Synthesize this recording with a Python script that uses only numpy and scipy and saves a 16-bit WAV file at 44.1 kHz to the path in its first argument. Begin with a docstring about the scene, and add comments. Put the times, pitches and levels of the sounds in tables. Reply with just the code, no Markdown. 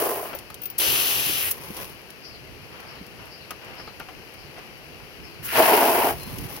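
"""Beside a house wall, on wet pebbles: a garden hose is fired in short bursts while a dog waits.
Filtered random impacts make the nozzle's hiss, the jet's splash and the patter of falling drops.
The jet also drives resonances of the hollow siding. Decaying sines and noise make jingling collar tags,
knocking pebbles, footfalls and plops. A far bird chirps in swept sines; filtered noise makes a low
rumble that swells and fades."""
import sys
import numpy as np
from scipy import signal
from scipy.fft import rfft, irfft, next_fast_len
from scipy.io import wavfile

SR = 44100
rng = np.random.default_rng(int(sys.argv[2]) if len(sys.argv) > 2 else 0)


def unload_wav(signal):
    """Save mono or channel-first audio to the path in sys.argv[1] as 16-bit WAV at rate SR, clipped to [-1, 1]."""
    wavfile.write(
        sys.argv[1],
        SR,
        np.round(np.clip(np.atleast_2d(signal).T, -1, 1) * 32767).astype(np.int16),
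    )


N = 291060
TIME = np.arange(N) / SR
SHORT_N = SR // 4  # samples in each short sound: a quarter second
SHORT_TIME = TIME[:SHORT_N]

# All levels in tables are relative: each source adds its own gain.
# outdoor background, low rumble spectra: freq_hz, density_db
AIR_COLOUR = [(88, -16), (150, -6), (201, -4), (286, -4.5), (341, -1), (524, -1), (566, -5), (649, -4),
              (1080, -9), (2650, -9.5), (3490, -15.5), (4580, -10), (7470, -27.5), (13400, -22.5),
              (16000, -28)]
RUMBLE_COLOUR = [(20, -20), (45, 0.5), (90, 2), (140, 3), (230, -5.5), (400, -4.5), (1000, -67)]
# background stereo width: freq_hz, side_minus_mid_db
AIR_SIDE = [(60, -0.5), (110, 0), (200, -3), (380, -6), (700, -6.5), (1290, -2.5), (2380, 4), (4400, 0),
            (8120, 0), (15000, -0.5)]
# low rumble swelling and fading, from breeze, handling or the jet, bell-shaped:
# peak_s, half_length_s (to 1/e), level_db
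RUMBLE_SWELLS = [(0.37, 0.047, -46.5), (0.914, 0.034, -46), (1.32, 0.3, -48), (1.832, 0.15, -51.5),
                 (2.48, 0.13, -52), (2.98, 0.053, -49), (5.345, 0.38, -54), (5.59, 0.032, -45.5),
                 (6.098, 0.13, -47), (6.37, 0.19, -42)]
# narrow jet on the siding: start_s, end_s, drum_db, splash_db, mist_db, sag_db_per_s, release_db_per_s
JETS = [(-0.19, 0.269, -20.5, -33.5, -25.5, 50.5, 112), (5.426, 6.107, -16.5, -23.5, -23.5, 13, 448)]
# jet spectrum: freq_hz, density_db
JET_COLOUR = [(650, -18), (1100, -0.5), (1260, -5), (1390, 2), (2350, -3.5), (3030, -5.5), (3390, -8.5),
              (4150, -8.5), (4850, -8.5), (7490, -24), (11100, -20), (14900, -19), (15800, -17)]
# jet stereo width: freq_hz, side_minus_mid_db
JET_SIDE = [(60, -2), (110, -6), (200, -48), (380, -11), (700, -12.5), (1290, -3), (2380, 1.5),
            (4400, -1.5), (8120, 0.5), (15000, 0.5)]
# panel resonances where each burst lands, one list per jet: freq_hz, width_hz, level_db
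SIDING_MODES = [
    [(318, 73, -5), (400, 97, 0), (528, 100, 1), (552, 83, -2), (646, 136, -1), (893, 66, -5.5),
     (1033, 105, -6)],
    [(186, 20, -17), (278, 27, -5.5), (327.7, 22.4, 1), (452, 123, 1.5), (504, 114, -7.5), (642, 110, 3),
     (734, 83, 4), (825, 77, 2.5), (947, 27, 3.5), (1030, 39, -0.5), (1400, 59, -23)],
]
# slugs of water slapping the siding: time_s, level_db
SLAPS = [(5.579, -13), (5.597, 4), (5.716, -3), (5.749, -15), (5.821, 2.5), (6.089, -11)]
# pebbles shifting under a foot: start_s, end_s, level_db
SHUFFLES = [(0.235, 0.324, -42), (2.702, 2.945, -46), (3.177, 3.237, -47.5), (3.605, 3.8, -45.5),
            (4.547, 4.595, -46)]
# pebbles knocking underfoot: time_s, level_db, ring_hz
PEBBLES = [(0.331, -23, 1350), (0.502, -32, 1236), (1.79, -28, 1010), (3.506, -23.5, 1250),
           (3.797, -29, 1190), (3.875, -27.5, 1276), (4.0, -24, 1404), (4.086, -29.5, 755),
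           (4.578, -31, 726), (5.001, -38.5, 861)]
# pebble spectrum: freq_hz, density_db
PEBBLE_COLOUR = [(150, -1), (300, 0), (1100, 3.5), (2000, -2.5), (3000, -7.5), (3700, -10), (5200, -12),
                 (8000, -34)]
# soft footfalls: time_s, level_db, ring_hz
THUDS = [(0.349, -25, 558), (1.295, -22.5, 335), (1.703, -21.5, 203), (2.565, -32, 414), (3.012, -27, 174),
         (4.448, -34, 130), (6.274, -24.5, 240), (6.395, -33, 92), (6.451, -30, 115), (6.54, -30, 276)]
# footfall scuff spectrum: freq_hz, density_db
SCUFF_COLOUR = [(100, -44), (250, 31), (600, 12), (1200, -24), (4000, -40)]
# early echoes from ground and house walls: left_delay_s, right_delay_s, level_db
ECHOES = [(.0083, .0076, -18), (0.0119, .0139, -22)]
# water falling back on the pebbles: start_s, end_s, level_db
SHOWERS = [(0.339, 0.353, -54.5), (1.51, 1.745, -50.5), (1.762, 1.83, -49), (6.118, 6.7, -51)]
# shower spectrum: freq_hz, density_db
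SHOWER_COLOUR = [(180, -26), (300, 2), (528, 4), (689, -1), (1030, 1.5), (1460, -7.5), (2070, -4),
                 (3080, -10.5), (3400, -6), (5700, -8.5), (7820, -19), (10600, -8), (16000, -8)]
# collar tags touching: time_s, level_db
JINGLES = [(0.35, -22), (0.618, -21), (0.635, -21), (0.6563, -15.5), (0.7005, -20.5), (6.534, -30)]
# collar tag modes: freq_hz, level_db, t60_s
TAG_MODES = [(11950, -20, .03), (13300, -8, .045), (14250, -9, .06), (15000, 0, .075)]
# trigger valve spitting as it opens and shuts: time_s, level_db, attack_s, t60_s
VALVE_SPITS = [(0.78, -10, 0.007, 0.048), (1.505, -10.5, 0.009, 0.052), (5.428, -22.5, 0.03, 0.15)]
# valve spit spectrum: freq_hz, density_db
SPIT_COLOUR = [(2000, -17.5), (5000, -10.0), (7500, -10.5), (11000, -5), (16000, 1.5)]
# single drops close by: time_s, level_db
DRIPS = [(0.3878, -25.5), (0.501, -30), (0.5433, -25.5), (1.767, -25.5), (2.103, -30), (2.803, -34),
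         (3.065, -36), (3.255, -38), (3.507, -22), (3.646, -37), (3.9976, -30), (4.339, -35), (6.232, -26),
         (6.3844, -23), (6.564, -25.5)]
# drop spectrum, also used for the tag tick: freq_hz, density_db
DRIP_COLOUR = [(1500, -38), (2800, 2), (3600, 2.5), (5200, 0.5), (7500, -5.5), (10500, 0), (16000, -1)]
# wide spray spectrum: freq_hz, density_db
SPRAY_COLOUR = [(120, -45), (200, -16), (240, -10.5), (401, -4), (693, -9), (1080, -9), (1670, -9.5),
                (2360, -8.5), (2780, -2.5), (3730, 0.5), (5890, -3), (7740, -8.5), (10800, -3), (15000, -2),
                (15800, -6.5)]
# spray stereo width: freq_hz, side_minus_mid_db
SPRAY_SIDE = [(60, -1), (110, -1), (200, -6), (380, -10), (700, -5), (1290, 0.5), (2380, 4.5), (4400, -8.5),
              (8120, 2), (15000, -0.5)]
# nozzle's hollow note, sinking as the trigger is let go: time_s, pitch_hz
NOZZLE_NOTE = [(0.8, 3175), (1.2, 2950), (1.36, 2812), (1.45, 2270), (1.5, 2000)]
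# far bird: time_s, level_db
CHIRPS = [(2.245, -41.5), (2.88, -48), (3.32, -45), (3.78, -44.5), (4.38, -50.5), (5.239, -48)]
# shape of one chirp: offset_s (from time_s), pitch_hz, level_db
CHIRP_SHAPE = [(-.025, 4850, -9), (0.005, 4950, 5.5), (0.03, 4960, -1), (0.06, 4650, -6), (0.105, 4200, 1),
               (0.135, 3770, -20)]
# drops plopping into puddles between the stones: time_s, level_db, pitch_hz
PLOPS = [(6.522, -40, 1093), (6.575, -37, 830)]
# peaks and dips of the two microphone ports: freq_hz, width_hz, gain_db
LEFT_PORT = [(70, 79, -5), (677, 2100, -0.5), (2935, 1280, 7.5), (3650, 1160, -8), (5760, 1900, 3),
             (7930, 2320, -7.5), (10830, 3300, 5.5)]
RIGHT_PORT = [(72, 78, 3), (2500, 2840, -4), (5180, 2270, -9), (10100, 1100, 3)]

ONSET_DB = 24  # swell of every flow during its attack
RUMBLE_FLOOR_DB, AIR_START_DB = -56, -49.5  # rumble between swells; background at time zero
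AIR_RISE_DB_PER_S = 0.2836
JET_FLIGHT_S, JET_ATTACK_S = 0.093, 0.16  # jet reaches the panels; jet at full force
SHUFFLE_ATTACK_S, SHUFFLE_RELEASE_DB_PER_S = 0.017, 130
SHOWER_ATTACK_S, SHOWER_RELEASE_DB_PER_S = 0.0076, 117
# trigger squeezed, eased off, nearly closed, let go
SPRAY_OPEN_S, SPRAY_EASE_S, SPRAY_CHOKE_S, SPRAY_SHUT_S = 0.782, 0.95, 1.38, 1.491
SPRAY_ATTACK_S, SPRAY_RELEASE_DB_PER_S = 0.019, 446
WHISTLE_START_S, WHISTLE_END_S, WHISTLE_HZ, WHISTLE_DB = 6.18, 6.258, 4150, -43
CUTOFF_HZ = 15850


def from_db(db):
    """Decibels to amplitude ratio."""
    return 10 ** (np.asarray(db) / 20)


def at_hz(points, hz):
    """Read a spectrum on a log-frequency axis."""
    point_hz, value = np.transpose(points)
    return np.interp(np.log(np.maximum(hz, 1)), np.log(point_hz), value)


def after(s):
    """Seconds gone by since a moment, zero before it."""
    return np.maximum(TIME - s, 0)


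def flow(start_s, end_s, attack_s, release_db_per_s, sag_db_per_s=0):
    """Flow envelope: swells to full level, sags while it lasts, dies away after its end."""
    rise = np.clip((TIME - start_s) / attack_s, 0, 1)
    swell_db = ONSET_DB * (rise - 1)
    sag_db = sag_db_per_s * after(start_s + attack_s)
    release_db = release_db_per_s * after(end_s)
    return (TIME >= start_s) * from_db(np.maximum(swell_db - sag_db - release_db, -200))


def drift(rate_hz):
    """Slow random wander with spread 1: low-passed noise drawn every 40 samples."""
    r = np.exp(-80 * np.pi * rate_hz / SR)
    noise = rng.standard_normal(N // 40 + 2002)
    slow = signal.lfilter([1], [1, -2 * r, r * r], noise)[2000:]  # filter settled
    return np.interp(np.arange(N) / 40, np.arange(len(slow)), slow / slow.std())


def band(x, low_hz, high_hz):
    """Second-order band-pass."""
    sos = signal.butter(2, [low_hz, min(high_hz, .47 * SR)], "band", fs=SR, output="sos")
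    return signal.sosfilt(sos, x + 1e-18)


def shaped(x, colour):
    """Give a steady sound a spectrum that falls away below its lowest point."""
    size = next_fast_len(N)
    hz = np.arange(size // 2 + 1) * SR / size
    gain = from_db(at_hz(colour, hz)) * np.minimum(hz / colour[0][0], 1) ** 2
    return irfft(rfft(x, size) * gain, size)[..., :N]


def widen(pair, side_db):
    """Two unrelated sounds, as mid and side, become left and right."""
    side = shaped(pair[1], [(1, 0)] + list(side_db))
    return np.array([pair[0] + side, pair[0] - side])


def unit(x, low_hz, high_hz):
    """Scale so that the mid has rms 1 between two frequencies."""
    size = next_fast_len(N)
    first, last = int(low_hz * size / SR), int(high_hz * size / SR)
    power = np.abs(rfft(x.mean(0), size)[first:last]) ** 2
    return x / np.sqrt(2 * power.sum() / size / N)


def pan(x, left_db):
    """Raise the left side and lower the right."""
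    return x * from_db([[left_db], [-left_db]])


def add(out, s, sound):
    """Mix a short sound in at a time."""
    start = max(int(s * SR), 0)
    out[:, start:start + sound.shape[-1]] += sound[..., :N - start]


def dying(t60_s):
    """A quarter second of exponential decay."""
    return from_db(-60 * SHORT_TIME / t60_s)


def grit(colour, width):
    """A quarter second of coloured stereo noise, mid rms 1."""
    gain = from_db(at_hz(colour, np.arange(SHORT_N // 2 + 1) * SR / SHORT_N))
    mid, side = irfft(rfft(rng.standard_normal((2, SHORT_N))) * gain, SHORT_N)
    return np.array([mid + width * side, mid - width * side]) / mid.std()


def drops(per_s, spread_db):
    """Two trains of random impacts of uneven size, rms 1."""
    sizes = from_db(spread_db * np.minimum(rng.exponential(1, (2, N)), 4))
    signs = rng.choice([-1, 1], (2, N))
    clicks = sizes * signs * (rng.random((2, N)) < per_s / SR)
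    return clicks / clicks.std()


def stream(colour, side_db, per_s, spread_db, edges_hz):
    """Countless drops heard in one frequency range, in stereo, mid rms 1 there."""
    low_hz, high_hz = edges_hz
    water = widen(shaped(drops(per_s, spread_db), colour), side_db)
    return unit(band(water, low_hz, high_hz), low_hz, high_hz)


def outdoors(lumps_db=2.5, trickle_db=-11, left_db=1.0):
    """Slowly growing background with water trickling off the wall; lumpy low rumble."""
    grain = rng.standard_normal((2, N)) + from_db(trickle_db) * drops(per_s=110, spread_db=-2.0)
    air = pan(unit(widen(shaped(grain, AIR_COLOUR), AIR_SIDE), 300, 3000), left_db)
    lumps = shaped(rng.standard_normal((2, N)), RUMBLE_COLOUR) * from_db(lumps_db * drift(7.6))
    rumble = unit(widen(lumps, AIR_SIDE), 25, 130)
    swells = sum(from_db(db) * np.exp(-((TIME - s) / half_s) ** 2) for s, half_s, db in RUMBLE_SWELLS)
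    air_level = from_db(AIR_START_DB + AIR_RISE_DB_PER_S * TIME)
    return air_level * air + np.hypot(from_db(RUMBLE_FLOOR_DB), swells) * rumble


def resonate(x, hz, width_hz):
    """Two-pole resonance, peak gain 1."""
    r = np.exp(-np.pi * width_hz / SR)
    zeros = np.array([1, 0, -1]) * (1 - r * r) / 2
    poles = [1, -2 * r * np.cos(2 * np.pi * hz / SR), r * r]
    return signal.lfilter(zeros, poles, x + 1e-18)


def siding(blows, modes):
    """Hollow panels ring in a few resonances, summed with alternating sign."""
    ring = sum((-1) ** k * from_db(db) * resonate(blows, hz, width_hz)
               for k, (hz, width_hz, db) in enumerate(modes))
    return band(ring, 95, 2500)


def jet(lumps_db=1.5, mist_lumps_db=1.13, slap_db=2.5, slap_t60_s=0.07, splash_attack_s=0.14,
        splash_sag_db_per_s=5, drum_left_db=.5, mist_left_db=-0.96):
    """The jet breaks into slugs that drum on the siding and burst into splash and mist."""
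    lumps = drift(72)
    drumming, spatter = 0, 0
    coarse = stream(JET_COLOUR, JET_SIDE, per_s=3500, spread_db=1.0, edges_hz=(1150, 6500))
    fine = stream(JET_COLOUR, JET_SIDE, per_s=12000, spread_db=3.0, edges_hz=(8800, 19000))
    for (start, end, drum_db, splash_db, mist_db, sag, release), modes in zip(JETS, SIDING_MODES):
        blows = drops(per_s=1800, spread_db=3.0) * from_db(lumps_db * lumps)
        panel = unit(widen(siding(blows, modes), JET_SIDE), 250, 1200)
        force = flow(start + JET_FLIGHT_S, end, JET_ATTACK_S - JET_FLIGHT_S, release, sag)
        drumming = drumming + from_db(drum_db) * force * panel
        # splash builds up sooner than mist and thins out faster
        splash = flow(start, end, splash_attack_s, release, sag + splash_sag_db_per_s)
        mist = flow(start, end, JET_ATTACK_S, release, sag)
        spatter = spatter + from_db(splash_db) * splash * coarse + from_db(mist_db) * mist * fine
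    slaps = np.zeros((1, N))
    for s, db in SLAPS:
        add(slaps, s, from_db(db + slap_db) * dying(slap_t60_s) * rng.standard_normal(SHORT_N))
    drumming = drumming + siding(slaps, SIDING_MODES[1])
    # slugs that drum also throw up spatter
    spatter = spatter * from_db(mist_lumps_db * lumps)
    return pan(drumming, drum_left_db) + pan(spatter, mist_left_db)


def falling_water():
    """Relative amount of thrown water coming down at each moment."""
    return sum(from_db(db) * flow(start, end, SHOWER_ATTACK_S, SHOWER_RELEASE_DB_PER_S)
               for start, end, db in SHOWERS)


def stray_drips(count=50, faint_db=-49, over_shower_db=11, spread_db=9, t60_s=0.03):
    """Drops fall at random: faint ones off the wet wall, heavier ones during a shower."""
    out = np.zeros((2, N))
    level = np.hypot(from_db(faint_db), from_db(over_shower_db) * falling_water())
    for when, smallness in rng.random((count, 2)):
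        i = int(when * N)
        size = level[i] * from_db(-spread_db * smallness)
        add(out, TIME[i], size * dying(t60_s) * grit(DRIP_COLOUR, width=1.0))
    return out


def shuffles(level_db=-2):
    """Small stones grind over each other as the weight shifts: dense random impacts."""
    level = sum(from_db(db) * flow(start, end, SHUFFLE_ATTACK_S, SHUFFLE_RELEASE_DB_PER_S)
                for start, end, db in SHUFFLES)
    grind = widen(shaped(drops(per_s=2500, spread_db=1.0), PEBBLE_COLOUR), AIR_SIDE)
    return from_db(level_db) * level * unit(grind, 500, 2200)


def steps(knock_db=-9, ring_db=-9, knock_t60_s=0.12, ring_t60_s=0.083, thud_db=-3, thud_t60_s=0.057,
          thud_rise_s=0.00052, scuff_db=-11):
    """Pebbles crunch together with a short ring; the ground gives a soft thud and a dull scuff."""
    out = np.zeros((2, N))
    for s, db, hz in PEBBLES:
        crunch = from_db(knock_db) * dying(knock_t60_s) * grit(PEBBLE_COLOUR, width=0.47)
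        ring = from_db(ring_db) * dying(ring_t60_s) * np.sin(2 * np.pi * hz * SHORT_TIME)
        add(out, s, from_db(db) * (crunch + ring))
    for s, db, hz in THUDS:
        scuff = from_db(scuff_db) * grit(SCUFF_COLOUR, width=0.8)
        thud = np.sin(2 * np.pi * hz * SHORT_TIME)
        envelope = dying(thud_t60_s) * (1 - np.exp(-SHORT_TIME / thud_rise_s))
        add(out, s, from_db(db + thud_db) * envelope * (thud + scuff))
    return out


def walls(x):
    """The corner of the house adds early echoes; total power stays about the same."""
    out = x.copy()
    for left_s, right_s, db in ECHOES:
        for side, s in enumerate((left_s, right_s)):
            lag = int(s * SR)
            out[side, lag:] += from_db(db) * x[side, :N - lag]
    return out / np.sqrt(1 + sum(from_db(db) ** 2 for _, _, db in ECHOES))


def showers(level_db=-1, clumps_db=1.8):
    """Thrown water patters down on the stones in clumps: random impacts of wandering level."""
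    patter = widen(shaped(drops(per_s=3500, spread_db=3.5), SHOWER_COLOUR), AIR_SIDE)
    patter = unit(patter * from_db(clumps_db * drift(30)), 9000, 12500)
    return from_db(level_db) * falling_water() * patter


def tags(ring_db=-6, ring_spread_db=1.2, tick_db=-21, tick_t60_s=0.048):
    """Small metal tags touch: a tick, then every mode rings with a strength of its own."""
    out = np.zeros((2, N))
    lag_cycles = np.array([[0], [.25]])  # left, right
    for s, db in JINGLES:
        ring = 0
        for hz, mode_db, t60_s in TAG_MODES:
            strength = from_db(mode_db + rng.normal(0, ring_spread_db))
            cycles = hz * SHORT_TIME + rng.random() + lag_cycles
            ring = ring + strength * dying(t60_s) * np.sin(2 * np.pi * cycles)
        tick = from_db(tick_db) * dying(tick_t60_s) * grit(DRIP_COLOUR, width=0.97)
        add(out, s, from_db(db) * (from_db(ring_db) * ring + tick))
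    return out


def spits_and_drips(valve_db=-6, drip_db=-8.5, drip_t60_s=0.039):
    """Short bright noise bursts: the valve spitting, single drops bursting on stone."""
    out = np.zeros((2, N))
    for s, db, attack_s, t60_s in VALVE_SPITS:
        attack = np.minimum(SHORT_TIME / attack_s, 1)
        decay = from_db(-60 * np.maximum(SHORT_TIME - attack_s, 0) / t60_s)
        add(out, s, from_db(db + valve_db) * attack * decay * grit(SPIT_COLOUR, width=1.0))
    for s, db in DRIPS:
        add(out, s, from_db(db + drip_db) * dying(drip_t60_s) * grit(DRIP_COLOUR, width=1.0))
    return out


def spray_flow(sag_db_per_s, choke_db_per_s):
    """The spray holds, sags as the trigger eases and changes level as the valve narrows."""
    held = flow(SPRAY_OPEN_S, SPRAY_SHUT_S, SPRAY_ATTACK_S, SPRAY_RELEASE_DB_PER_S)
    return held * from_db(-sag_db_per_s * after(SPRAY_EASE_S) - choke_db_per_s * after(SPRAY_CHOKE_S))


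def spray(hiss_db=-26, rush_db=-29.5, spatter_db=-30, flutter_db=0.4, left_db=0.03):
    """Water tears into fine drops at the nozzle: bright hiss, rush, and spatter where it lands."""
    # as the valve narrows the rush dies while the hiss holds up
    hiss = spray_flow(sag_db_per_s=9.5, choke_db_per_s=-15)
    rush = spray_flow(sag_db_per_s=9, choke_db_per_s=79)
    spatter = spray_flow(sag_db_per_s=13, choke_db_per_s=6)
    fine = stream(SPRAY_COLOUR, SPRAY_SIDE, per_s=26000, spread_db=5.5, edges_hz=(8800, 19000))
    middle = stream(SPRAY_COLOUR, SPRAY_SIDE, per_s=22000, spread_db=2.0, edges_hz=(3400, 6800))
    coarse = stream(SPRAY_COLOUR, SPRAY_SIDE, per_s=9000, spread_db=2.0, edges_hz=(200, 3500))
    water = from_db(hiss_db) * hiss * fine
    water = water + from_db(rush_db) * rush * middle
    water = water + from_db(spatter_db) * spatter * coarse
    return pan(water * from_db(flutter_db * drift(40)), left_db)


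def nozzle(half_width_hz=520, level_db=-35.5, attack_s=0.18):
    """Turbulence rings in the nozzle's bore: low-passed noise shifted up around a gliding note."""
    level = flow(SPRAY_OPEN_S, SPRAY_SHUT_S, attack_s, SPRAY_RELEASE_DB_PER_S)
    low_pass = signal.butter(2, half_width_hz, fs=SR, output="sos")
    eddies = signal.sosfilt(low_pass, rng.standard_normal((2, 2, N)))
    pitch_hz = np.interp(TIME, *np.transpose(NOZZLE_NOTE))
    phase = 2 * np.pi * np.cumsum(pitch_hz) / SR
    note = eddies[0] * np.cos(phase) + eddies[1] * np.sin(phase)
    return from_db(level_db) * level * note / note.std()


def bird(buzz_depth_hz=330, scatter_t60_s=0.21, level_db=2, left_db=-0.5):
    """Rasping, falling chirps with random pitch buzz, smeared by walls and trees."""
    out = np.zeros(N)
    offset_s, pitch_hz, shape_db = np.transpose(CHIRP_SHAPE)
    buzz_hz = buzz_depth_hz * drift(295)
    for s, db in CHIRPS:
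        span = (TIME > s + offset_s[0]) & (TIME < s + offset_s[-1])
        t = TIME[span] - s
        hz = np.interp(t, offset_s, pitch_hz) + buzz_hz[span]
        level = from_db(db + np.interp(t, offset_s, shape_db))
        out[span] += level * np.sin(2 * np.pi * np.cumsum(hz) / SR)
    echoes = rng.standard_normal((2, SHORT_N)) * dying(scatter_t60_s)
    smeared = signal.fftconvolve(out[None], echoes / np.linalg.norm(echoes[0]), axes=-1)[:, :N]
    return pan(from_db(level_db) * smeared, left_db)


def whistle(attack_s=0.028, release_db_per_s=160, waver_hz=12):
    """A thread of water sings through the shut valve: one wavering sine."""
    level = from_db(WHISTLE_DB) * flow(WHISTLE_START_S, WHISTLE_END_S, attack_s, release_db_per_s)
    return level * np.sin(2 * np.pi * np.cumsum(WHISTLE_HZ + waver_hz * drift(60)) / SR)


def plops(t60_s=0.058, rise_per_s=2.2):
    """A drop in a puddle traps a bubble whose pitch rises as it dies."""
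    out = np.zeros((2, N))
    for s, db, hz in PLOPS:
        cycles = hz * SHORT_TIME * (1 + rise_per_s * SHORT_TIME / 2)
        add(out, s, from_db(db) * dying(t60_s) * np.sin(2 * np.pi * cycles))
    return out


def scene():
    """Water, dog, feet and garden."""
    water = spray() + nozzle() + jet() + showers() + plops() + spits_and_drips() + whistle()
    feet = walls(pan(steps(), left_db=1.0) + shuffles())
    return water + feet + pan(tags(), left_db=3.5) + bird() + outdoors() + stray_drips()


def port(x, peaks):
    """A microphone port colours the sound with a chain of peaks and dips."""
    for hz, width_hz, db in peaks:
        w, root = 2 * np.pi * hz / SR, from_db(db / 2)
        alpha = np.sin(w) * width_hz / hz / 2
        zeros = [1 + alpha * root, -2 * np.cos(w), 1 - alpha * root]
        poles = [1 + alpha / root, -2 * np.cos(w), 1 - alpha / root]
        x = signal.lfilter(zeros, poles, x)
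    return x


def record(dry):
    """Two ports of different colour, then a steep top cut."""
    heard = np.array([port(dry[0], LEFT_PORT), port(dry[1], RIGHT_PORT)])
    top_cut = signal.ellip(12, .2, 80, CUTOFF_HZ, fs=SR, output="sos")
    return signal.sosfilt(top_cut, heard)


dry = scene()
out = record(dry)
unload_wav(out)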